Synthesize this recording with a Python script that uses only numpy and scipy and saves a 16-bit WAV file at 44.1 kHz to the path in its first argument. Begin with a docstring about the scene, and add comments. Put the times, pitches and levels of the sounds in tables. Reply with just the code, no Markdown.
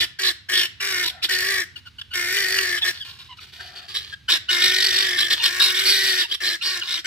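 """Guinea fowl scolding at a wood's edge

A flock on a path, a few steps from a stereo microphone that swings round midway. Snapping membranes
and puffs of air make each call a rasping buzz; it often opens with a squeak and, with the beak wide,
breaks into a shrill, fluttering rattle. In the pauses the birds peep and cluck. Ground and brush
scatter the calls; far behind lie two faint cries and a low outdoor rumble."""
import sys
import numpy as np
from scipy import signal
from scipy.fft import rfft, irfft
from scipy.io import wavfile
from scipy.ndimage import uniform_filter1d

SR = 44100
rng = np.random.default_rng(int(sys.argv[2]) if len(sys.argv) > 2 else 0)


def wav_record(signal):
    """Record a signal, one row per channel, as 16-bit PCM in the file named by sys.argv[1]."""
    frames = np.transpose(np.atleast_2d(signal))
    bounded = np.clip(frames, -1, 1)
    # unit amplitude maps onto the largest positive 16-bit level
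    quanta = np.round(bounded * 32767).astype(np.int16)
    wavfile.write(sys.argv[1], SR, quanta)


N = 311346

# The flock, close by; all levels are relative. Drawn-out rasps, one table each: t/s, level/dB, pitch/Hz
LONG_RASPS = [
    [(.803, -27.5, 385.5), (.9, -28, 390.2), (.97, -27, 363.4), (1.04, -28.5, 353), (1.068, -38, 319)],
    [(1.292, -23.5, 378.5), (1.38, -28, 367.3), (1.51, -26, 386.6), (1.608, -27.5, 369.3),
     (1.642, -39.5, 313.6)],
    [(2.138, -27.5, 364), (2.26, -29.5, 352.4), (2.37, -25, 403.6), (2.48, -28, 367.5), (2.585, -25, 388.2),
     (2.67, -28.5, 361), (2.762, -29, 352), (2.79, -39, 327.5)],
    [(4.492, -29, 367.3), (4.56, -26.5, 350.5), (4.66, -26, 362.9), (4.82, -29, 381), (4.94, -28.5, 366),
     (5.03, -27.5, 385.2), (5.17, -31, 345)],
    [(5.49, -31.5, 352.6), (5.61, -28.5, 371.4), (5.8, -29.5, 374.3), (5.89, -28, 393.8),
     (6.07, -27.5, 378.9), (6.21, -28, 366), (6.25, -40.5, 340.5)],
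]
# short rasps: start/s, length/s, level/dB, pitch/Hz
SHORT_RASPS = [(0.0, 0.049, -28.5, 368.3), (0.189, 0.13, -28.5, 382.8), (0.489, 0.17, -28, 379.2),
               (1.226, 0.048, -39.5, 349), (2.84, 0.071, -26, 379.5), (4.287, 0.092, -27, 352.4),
               (5.171, 0.14, -32.5, 365.2), (5.3, 0.053, -26.5, 379), (5.422, .075, -28, 377.3),
               (6.405, 0.16, -30.5, 367.2), (6.648, 0.16, -31, 379), (6.867, .14, -35.5, 363.5),
               (7.045, 0.032, -28.5, 371)]
# shrill rattles: start/s, loudest beat/s, end/s, level/dB, beak resonance/Hz, beat rate/Hz, depth/0-1
RATTLES = [(0.0, -0.014, .045, -15.5, 3550, 78, 0), (0.231, .289, .308, -19.5, 4140, 55, 0.16),
           (0.524, 0.577, .668, -19, 3410, 51, 0.26), (1.034, 1.081, 1.11, -24.5, 3770, 51, 0.4),
           (1.226, 1.25, 1.264, -20.5, 3750, 23, 0.11), (1.315, 1.337, 1.375, -27, 4130, 69, 0.22),
           (2.772, 2.784, 2.8, -28.5, 3400, 51, 0.01), (2.814, 2.829, 2.843, -36, 3450, 62, 0.2),
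           (2.851, 2.889, 2.908, -26.5, 4300, 24, 0.13), (3.944, 3.971, 3.998, -24, 4160, 107, 0.23),
           (4.291, 4.323, 4.37, -16.5, 3920, 58, 0.2), (4.5, 4.531, 4.597, -21, 3850, 55, 0.25),
           (4.606, 4.643, 4.74, -16.5, 4120, 52, 0.34), (4.74, 4.848, 4.94, -20, 4100, 48.6, 0.46),
           (4.937, 4.966, 5.15, -21.5, 3896, 47.9, 0.32), (5.172, 5.21, 5.27, -19, 3820, 50, 0.27),
           (5.302, 5.333, 5.35, -17.5, 4040, 44, 0.22), (5.428, 5.461, 5.485, -16.5, 3940, 49, 0.25),
           (5.596, 5.623, 5.72, -15.5, 4210, 49, 0.17), (5.742, 5.796, 5.85, -22, 3700, 45, 0.18),
           (5.853, 5.888, 6.06, -16.5, 4370, 57, 0.02), (6.042, 6.095, 6.17, -21, 4050, 100, 0.06),
           (6.176, 6.217, 6.245, -21.5, 3876, 47, 0), (6.314, 6.352, 6.358, -25.5, 3650, 90, 0),
           (6.434, 6.479, 6.55, -22.5, 4110, 92, .12), (6.621, 6.663, 6.77, -24, 4540, 71, 0.03),
           (6.875, 6.944, 7.0, -25, 3840, 59, 0.23)]
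# peeps and opening squeaks: start/s, length/s, start pitch/Hz, end pitch/Hz, level/dB, overtones/dB
PEEPS = [(0.185, 0.022, 1575, 1650, -36, -4), (0.483, 0.025, 1503, 1610, -39, -2),
         (0.797, 0.017, 1373, 1430, -51, 13), (1.028, 0.073, 963, 1007, -49.5, 6),
         (1.216, 0.028, 1318, 1460, -51, 17), (1.284, 0.019, 1493, 1660, -34, -9),
         (1.756, 0.018, 1408, 1492, -53, 13.5), (1.848, 0.045, 1504, 1450, -53, 1.5),
         (1.981, 0.023, 1440, 1530, -51.5, 11.5), (2.011, .012, 1810, 1430, -48.5, 12),
         (2.1, 0.049, 1496, 1413, -53, 9), (2.129, 0.024, 1474, 1615, -44, 10),
         (2.371, 0.017, 1637, 1350, -42, 13), (2.584, 0.01, 1570, 1380, -42.5, 18.5),
         (2.765, 0.029, 1720, 1350, -39.5, 4), (2.803, 0.045, 953, 845, -49, 11),
         (2.81, 0.041, 1904, 1640, -49.5, 22), (2.996, 0.051, 1810, 1455, -55, 19),
         (3.279, 0.075, 1048, 940, -57, 9.5), (3.382, 0.017, 1380, 1250, -52, 10),
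         (3.588, 0.039, 1590, 1630, -43, -13), (4.118, 0.034, 1676, 1590, -41, -3),
         (4.279, 0.028, 1558, 1450, -33, 4.5), (4.482, 0.038, 1425, 1510, -36.5, 10),
         (5.181, 0.016, 1576, 1614, -28.5, -7), (5.382, 0.053, 961, 898, -53.5, 20),
         (5.598, 0.019, 1680, 1690, -29, -16), (6.231, 0.039, 950, 886, -53.5, 15),
         (6.306, 0.026, 1515, 1644, -48, 20.5), (6.399, 0.025, 1380, 1460, -46, 8.5),
         (6.605, 0.031, 1335, 1436, -52.5, 18), (6.809, 0.022, 1570, 1380, -43.5, 11),
         (7.044, 0.021, 1500, 1624, -40.5, 2)]
# soft hoarse clucks: start/s, length/s, level/dB
CLUCKS = [(1.757, 0.047, -42), (1.855, 0.04, -49), (1.989, 0.016, -40), (2.012, 0.007, -40),
          (2.918, 0.1, -37), (3.037, 0.097, -35), (3.113, 0.081, -43.5), (3.181, 0.057, -37),
          (3.226, 0.067, -44.5), (3.368, 0.019, -44), (3.396, 0.074, -38), (3.456, 0.068, -46),
          (3.514, 0.094, -39), (3.578, 0.14, -38), (3.686, 0.077, -44), (3.745, 0.071, -36.5),
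          (3.804, 0.079, -43.5), (3.873, 0.078, -35), (3.993, 0.075, -35), (4.048, 0.097, -40),
          (5.35, 0.1, -28), (6.28, 0.063, -34), (6.819, 0.069, -30)]
# throat colour of the rasp, the rattle (outside its main resonance) and the cluck: f/Hz, gain/dB
RASP_THROAT = [(200, -30.5), (480, -23), (690, -21.5), (820, -33.5), (980, -28), (1200, -17), (1400, -14.5),
               (1700, -3), (2150, -7), (2450, -9.5), (3100, -8), (4200, -7.5), (5450, -5.5), (6500, -17),
               (7500, -14.5), (9000, -18), (15000, -20.5)]
RATTLE_THROAT = [(200, -28), (370, -14.5), (520, -29), (830, -29), (1200, -18.5), (1900, -10.5),
                 (2400, -10.5), (2850, -6), (3800, -5), (4700, -7), (5500, -6), (6600, -29), (7500, -11.5),
                 (8900, -24.5), (10500, -14), (15000, -24.5)]
CLUCK_THROAT = [(200, -71), (370, -11), (520, -26.5), (1100, -16), (1700, -8), (2200, -11), (2900, -3),
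                (4400, -0.5), (6300, -18.5), (15000, -24.5)]
# slow rise and fall of the calls' top treble: t/s, gain/dB
TOP_TREBLE = [(0, -2.5), (.8, -1.5), (1.3, -0.5), (2.3, 0), (3.0, -2), (4.299, -3.5), (4.9, -3.5),
              (5.5, -2), (5.95, 1.5), (6.25, -1), (6.5, -3.5), (7.05, -5.5)]
# faint cries, far off: start/s, length/s, pitch/Hz, level/dB
FAR_CRIES = [(1.075, 0.16, 720, -48.5), (3.526, 0.39, 725, -50)]
# scatter from ground and leaves close by: f/Hz, gain/dB
GROUND_SCATTER = [(300, -32), (900, 6.5), (1800, -1.5), (3500, 0), (12000, -5)]
# reverberation among the trees: f/Hz, gain/dB, t60/s
WOOD_REVERB = [(300, -17.5, 0.5), (1670, -11, 0.44), (3970, -15, 0.4), (8000, -12.5, 0.25),
               (15000, -11, 0.12)]
# colour of the distant rumble and hiss: f/Hz, gain/dB
RUMBLE_COLOUR = [(20, -31), (45, -14.5), (70, 2.5), (100, 1.5), (160, -8.5), (300, -18), (600, -33),
                 (1600, -23), (4000, -18), (7000, -35), (15000, -45)]
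# their loudness: t/s, level/dB
RUMBLE_LEVEL = [(0.0, -45), (0.16, -59.5), (0.76, -55.5), (6.01, -55.5), (6.18, -65), (7.05, -58.5)]
# the birds' direction before and after the microphone swings: f/Hz, phase lead of the left port/rad
LEAD_BEFORE = [(400, 0.051), (2100, 0.54), (3600, 2.45), (7000, 1.86), (15000, 0.94)]
LEAD_AFTER = [(400, 0.26), (2300, -0.12), (3100, -1.58), (5400, -1.33), (15000, -1.7)]
# balance of the microphone's two ports: f/Hz, left minus right/dB
PORT_BALANCE = [(60, -3.5), (140, -6.5), (250, -2), (500, -1.5), (1170, 2.5), (1790, 4), (2740, -1.5),
                (4200, -0.5), (15000, -2)]


def gain_of(db):
    """Decibels to a factor."""
    return 10 ** (np.asarray(db) / 20)


def unit_rms(x):
    """Scales to rms 1."""
    return x / np.sqrt(np.mean(x ** 2) + 1e-20)


def at_hz(points, hz, column=1):
    """One column of a table, interpolated on a log-frequency axis."""
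    table = np.transpose(points)
    return np.interp(np.log(hz + 1), np.log(table[0] + 1), table[column])


def add(mix, start, sound):
    """Mixes a sound in at start/s."""
    part = mix[max(round(start * SR), 0):][:len(sound)]
    part += sound[:len(part)]


def wander(count, hz):
    """Random drift of rms 1 that changes about hz times a second."""
    at = np.arange(count) * hz / SR
    knots = int(at[-1]) + 2
    return unit_rms(np.interp(at, np.arange(knots), rng.standard_normal(knots)))


def coloured(x, points, size=2048):
    """Causal filter with the given spectrum; the result has rms 1."""
    log_gain = np.log(gain_of(at_hz(points, abs(np.fft.fftfreq(size, 1 / SR)))))
    taps = np.fft.ifft(np.exp(signal.hilbert(log_gain).conj())).real
    return unit_rms(signal.fftconvolve(x, taps)[:len(x)])


def resonate(x, hz, width_hz):
    """A resonance that follows the curve hz."""
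    turn = np.exp(2j * np.pi * np.cumsum(hz * np.ones(len(x))) / SR)
    pole = np.exp(-np.pi * width_hz / SR)
    return (turn * signal.lfilter([1 - pole], [1, -pole], x / turn)).real


def steadied(x, size):
    """Holds a rough sound at even strength over spans of size samples."""
    return x / np.sqrt(abs(uniform_filter1d(x ** 2, size)) + 1e-6)


def treble_shelf(x, db, corner_hz):
    """Raises or lowers everything above the corner by the curve db."""
    highpass = signal.butter(4, corner_hz, "high", fs=SR, output="sos")
    return x + signal.sosfiltfilt(highpass, x) * (gain_of(db) - 1)


def call_curves(course, fade_s=.007):
    """Time, faded amplitude and frequency of one call, sample by sample."""
    times, db, hz = np.transpose(course)
    t = np.arange(times[0] - fade_s / 2, times[-1] + fade_s, 1 / SR)
    edges = np.clip(np.minimum(t - t[0], t[-1] - t) / fade_s, 0, 1)
    return t, edges * gain_of(np.interp(t, times, db)), np.interp(t, times, hz)


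def syrinx(hz, jitter, shimmer_db, hiss, puff_cycles=.35):
    """Uneven snaps of the membranes, each followed by a puff of air; also returns the cycle count."""
    count = len(hz)
    turns = np.cumsum(hz * (1 + .011 * wander(count, 90))) / SR
    uneven = np.maximum.accumulate(turns + jitter * wander(count, 400))
    cycle = (np.floor(uneven) - np.floor(uneven[0])).astype(int)
    strength = gain_of(shimmer_db * np.clip(rng.standard_normal(cycle[-1] + 1), -2, 2))[cycle]
    snaps = unit_rms(np.diff(cycle, prepend=0))
    puffs = unit_rms(np.exp(-(uneven % 1) / puff_cycles) * rng.standard_normal(count))
    return unit_rms(strength * (np.sqrt(1 - hiss) * snaps + np.sqrt(hiss) * puffs)), turns


def rasp(course, nasal_db):
    """A buzz through a throat with a steady nasal ring; its low harmonics stay clear under the snaps."""
    t, level, hz = call_curves(course)
    age = t - t[0]
    drive, turns = syrinx(hz, jitter=.035, shimmer_db=2, hiss=.7)
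    harmonics = .1 * sum(np.cos(2 * np.pi * k * turns) for k in range(2, 7))
    body = coloured(drive + harmonics, RASP_THROAT)
    nasal = unit_rms(resonate(body, hz=1880, width_hz=450))
    swell = np.clip(.56 + age / .051, 0, 1)  # the buzz grows out of the opening squeak
    buzz = steadied(body + gain_of(nasal_db) * nasal, size=600) * swell
    fundamental = np.sin(2 * np.pi * turns + .3 * wander(len(t), 70))
    fundamental *= gain_of(-11 + 1.14 * wander(len(t), 61.6))
    settled = np.clip(age / .034, 0, 1)  # the fundamental needs a few cycles to build
    return t[0], level * (gain_of(2.5) * buzz + settled * fundamental)


def short_rasp_course(start, length, db, hz, scoop=.04, scoop_s=.015, sag=.1):
    """Rows of t/s, level/dB, pitch/Hz: the rasp scoops up, holds, then sags and fades."""
    t = np.linspace(0, length, 30)
    release = np.clip(1 - (length - t) / .03, 0, 1)
    pitch = hz * (1 - scoop * np.exp(-t / scoop_s) - sag * (t / length) ** 2.2)
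    return np.transpose([start + t, db - 6 * release ** 2, pitch])


def flutter(t, loudest, rate, depth):
    """The quick beat of a rattle, swinging between -depth and +depth."""
    return depth * np.cos(2 * np.pi * rate * (t - loudest))


def chopped(buzz, beat_hz=51, drift_hz=4.2, body_db=4, treble_db=8):
    """Chops the rasps, their treble most, into quick beats, in step with a rattle wherever one sounds."""
    t = np.arange(N) / SR
    turns = np.cumsum(beat_hz + drift_hz * wander(N, 20)) / SR
    chop = .3 * np.cos(2 * np.pi * turns)  # body_db and treble_db are per unit of chop
    for start, loudest, end, _, _, rate, depth in RATTLES:
        inside = (t > start) & (t < end)
        chop[inside] = flutter(t[inside], loudest, rate, depth)
    chop = uniform_filter1d(chop, size=60)
    return gain_of(body_db * chop) * treble_shelf(buzz, treble_db * chop - .5, corner_hz=2500)


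def rattle(course, loudest, rate, depth):
    """With the beak wide the buzz turns shrill and is chopped into quick beats."""
    t, level, beak_hz = call_curves(course)
    drive, _ = syrinx(hz=368 + 15 * wander(len(t), 20), jitter=.04, shimmer_db=1.2, hiss=.6)
    body = coloured(drive, RATTLE_THROAT)
    ring = unit_rms(resonate(body, beak_hz * (1 + .055 * wander(len(t), 106.4)), width_hz=420))
    shrill = steadied(body + gain_of(3.5) * ring, size=300)
    beats = unit_rms(gain_of(13 * flutter(t, loudest, rate, depth)))
    return t[0], gain_of(2.5) * level * beats * shrill


def rattle_course(start, loudest, end, db, beak_hz, hz_per_db=47):
    """Rows of t/s, level/dB, f/Hz: effort swells and ebbs; it opens the beak, raising its resonance."""
    t = np.linspace(start, end, 30)
    effort_db = np.interp(t, [start, loudest, end], [-5, 0, -11.5])
    return np.transpose([t, db + effort_db, beak_hz + hz_per_db * effort_db])


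def peep(start, length, start_hz, end_hz, db, overtones_db):
    """A short hoarse whistle that glides, with a few overtones shaped by the beak."""
    count = int(length * SR)
    quaver = .04 * wander(count, 900)
    phase = 2 * np.pi * np.cumsum(np.linspace(start_hz, end_hz, count) * (1 + quaver)) / SR
    beak = [(1500, -32), (2200, -1.5), (3000, -.5), (3700, -3), (4800, -13.5),
            (6500, -31), (12000, -31.5)]  # f/Hz, gain/dB
    mid_hz = (start_hz + end_hz) / 2
    overtones = sum(gain_of(at_hz(beak, k * mid_hz)) * np.sin(k * phase) for k in range(2, 9))
    tone = np.sqrt(2) * (np.sin(phase) + gain_of(overtones_db) * overtones)
    breath = gain_of(-5) * coloured(rng.standard_normal(count), CLUCK_THROAT)
    level = gain_of(db + 5.5 + 2 * wander(count, 446)) * signal.windows.tukey(count, .8)
    return start, level * (tone + breath)


def cluck(start, length, db):
    """A brief breathy buzz that starts quickly and sinks away."""
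    progress = np.linspace(0, 1, int(length * SR))
    drive, _ = syrinx(hz=375 - 25 * progress, jitter=.05, shimmer_db=1.5, hiss=.7, puff_cycles=.3)
    level = gain_of(db - .5 - 4.7 * progress) * signal.windows.tukey(len(progress), .5)
    return start, level * coloured(drive, CLUCK_THROAT)


def far_cry(start, length, hz, db):
    """A hoarse two-partial cry, blurred by distance."""
    noise = rng.standard_normal(int(length * SR))
    low = unit_rms(resonate(resonate(noise, hz, width_hz=170), hz, width_hz=170))
    high = unit_rms(resonate(resonate(noise, 2.2 * hz, width_hz=820), 2 * hz, width_hz=760))
    level = gain_of(db) * signal.windows.tukey(len(noise), .5)
    return start, level * (gain_of(-7) * low + gain_of(-2) * high)


def at_ports(x, lead):
    """A sound from one direction, reaching the microphone's two ports out of phase."""
    turn = np.exp(.5j * at_hz(lead, np.fft.rfftfreq(N, 1 / SR)))
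    return irfft(rfft(x) * np.array([turn, turn.conj()]), N)


def reflections(x, bands, delay_s, t60_s=None):
    """Sparse random echoes for each side, dying in t60_s or else in each band's own time."""
    taps = rng.choice([-1., 1.], (2, SR)) * (rng.random((2, SR)) < 1 / 8)
    hz, t, spectra = signal.stft(taps, SR, nperseg=128)
    t60 = t60_s or at_hz(bands, hz, column=2)[:, None]
    decay = gain_of(at_hz(bands, hz)[:, None] - 60 * t / t60)
    unit_energy = np.sqrt(8 * np.log(1e6) / (t60 * SR))
    _, tail = signal.istft(spectra * decay * unit_energy, SR, nperseg=128)
    delayed = np.pad(tail, ((0, 0), (int(delay_s * SR), 0)))
    return signal.fftconvolve(x[None], delayed, axes=1)[:, :N]


def wood_edge(birds, swing_s=(2.95, 3.9), echo_sets=6, sets_per_s=5):
    """Direct sound at the swinging microphone, quick scatter off the ground, a soft tail from trees."""
    t = np.arange(N) / SR
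    swung = np.interp(t, swing_s, [0, 1])
    heard = at_ports(birds * (1 - swung), LEAD_BEFORE) + at_ports(birds * swung, LEAD_AFTER)
    for k in range(echo_sets):  # as the heads turn, one set of reflections gives way to the next
        offset = (t * sets_per_s - k + 1) % echo_sets - 1
        part = birds * np.sqrt(np.clip(1 - abs(offset), 0, 1))
        heard += reflections(part, GROUND_SCATTER, delay_s=.0004, t60_s=.025)
        heard += reflections(part, WOOD_REVERB, delay_s=.012)
    return gain_of(-1) * heard


def distant_rumble():
    """A low distant rumble and faint hiss, mostly shared by both sides."""
    shared, left, right = (coloured(rng.standard_normal(N), RUMBLE_COLOUR, size=8192) for _ in range(3))
    level_db = np.interp(np.arange(N) / SR, *np.transpose(RUMBLE_LEVEL))
    return gain_of(level_db + 4) * (.74 * shared + .33 * np.array([left, right]))


def scene():
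    """The flock on the path, a few steps off, with the wood and the rumble behind."""
    buzz = np.zeros(N)
    for course in LONG_RASPS:
        add(buzz, *rasp(np.add(course, [0, 1, 0]), nasal_db=-8))  # lifted by 1 dB
    for row in SHORT_RASPS:
        add(buzz, *rasp(short_rasp_course(*row), nasal_db=-17))
    birds = chopped(buzz)
    for start, loudest, end, db, beak_hz, rate, depth in RATTLES:
        add(birds, *rattle(rattle_course(start, loudest, end, db, beak_hz), loudest, rate, depth))
    for source, table in ((peep, PEEPS), (cluck, CLUCKS), (far_cry, FAR_CRIES)):
        for row in table:
            add(birds, *source(*row))
    treble_db = np.interp(np.arange(N) / SR, *np.transpose(TOP_TREBLE))
    return wood_edge(treble_shelf(birds, treble_db, corner_hz=8200)) + distant_rumble()


def record(dry, ceiling=.85, edge_hz=15400):
    """The microphone: each port has its own colour, the highest peaks round off, the band is limited."""
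    tilt_db = at_hz(PORT_BALANCE, np.fft.rfftfreq(N, 1 / SR)) / 2
    ports = irfft(rfft(dry) * gain_of([tilt_db, -tilt_db]), N)
    rounded = ports / (1 + (ports / ceiling) ** 4) ** .25
    lowpass = signal.firwin(511, edge_hz, window=("kaiser", 9), fs=SR)
    return signal.oaconvolve(rounded, lowpass[None], "same")


dry = scene()
out = record(dry)
wav_record(out)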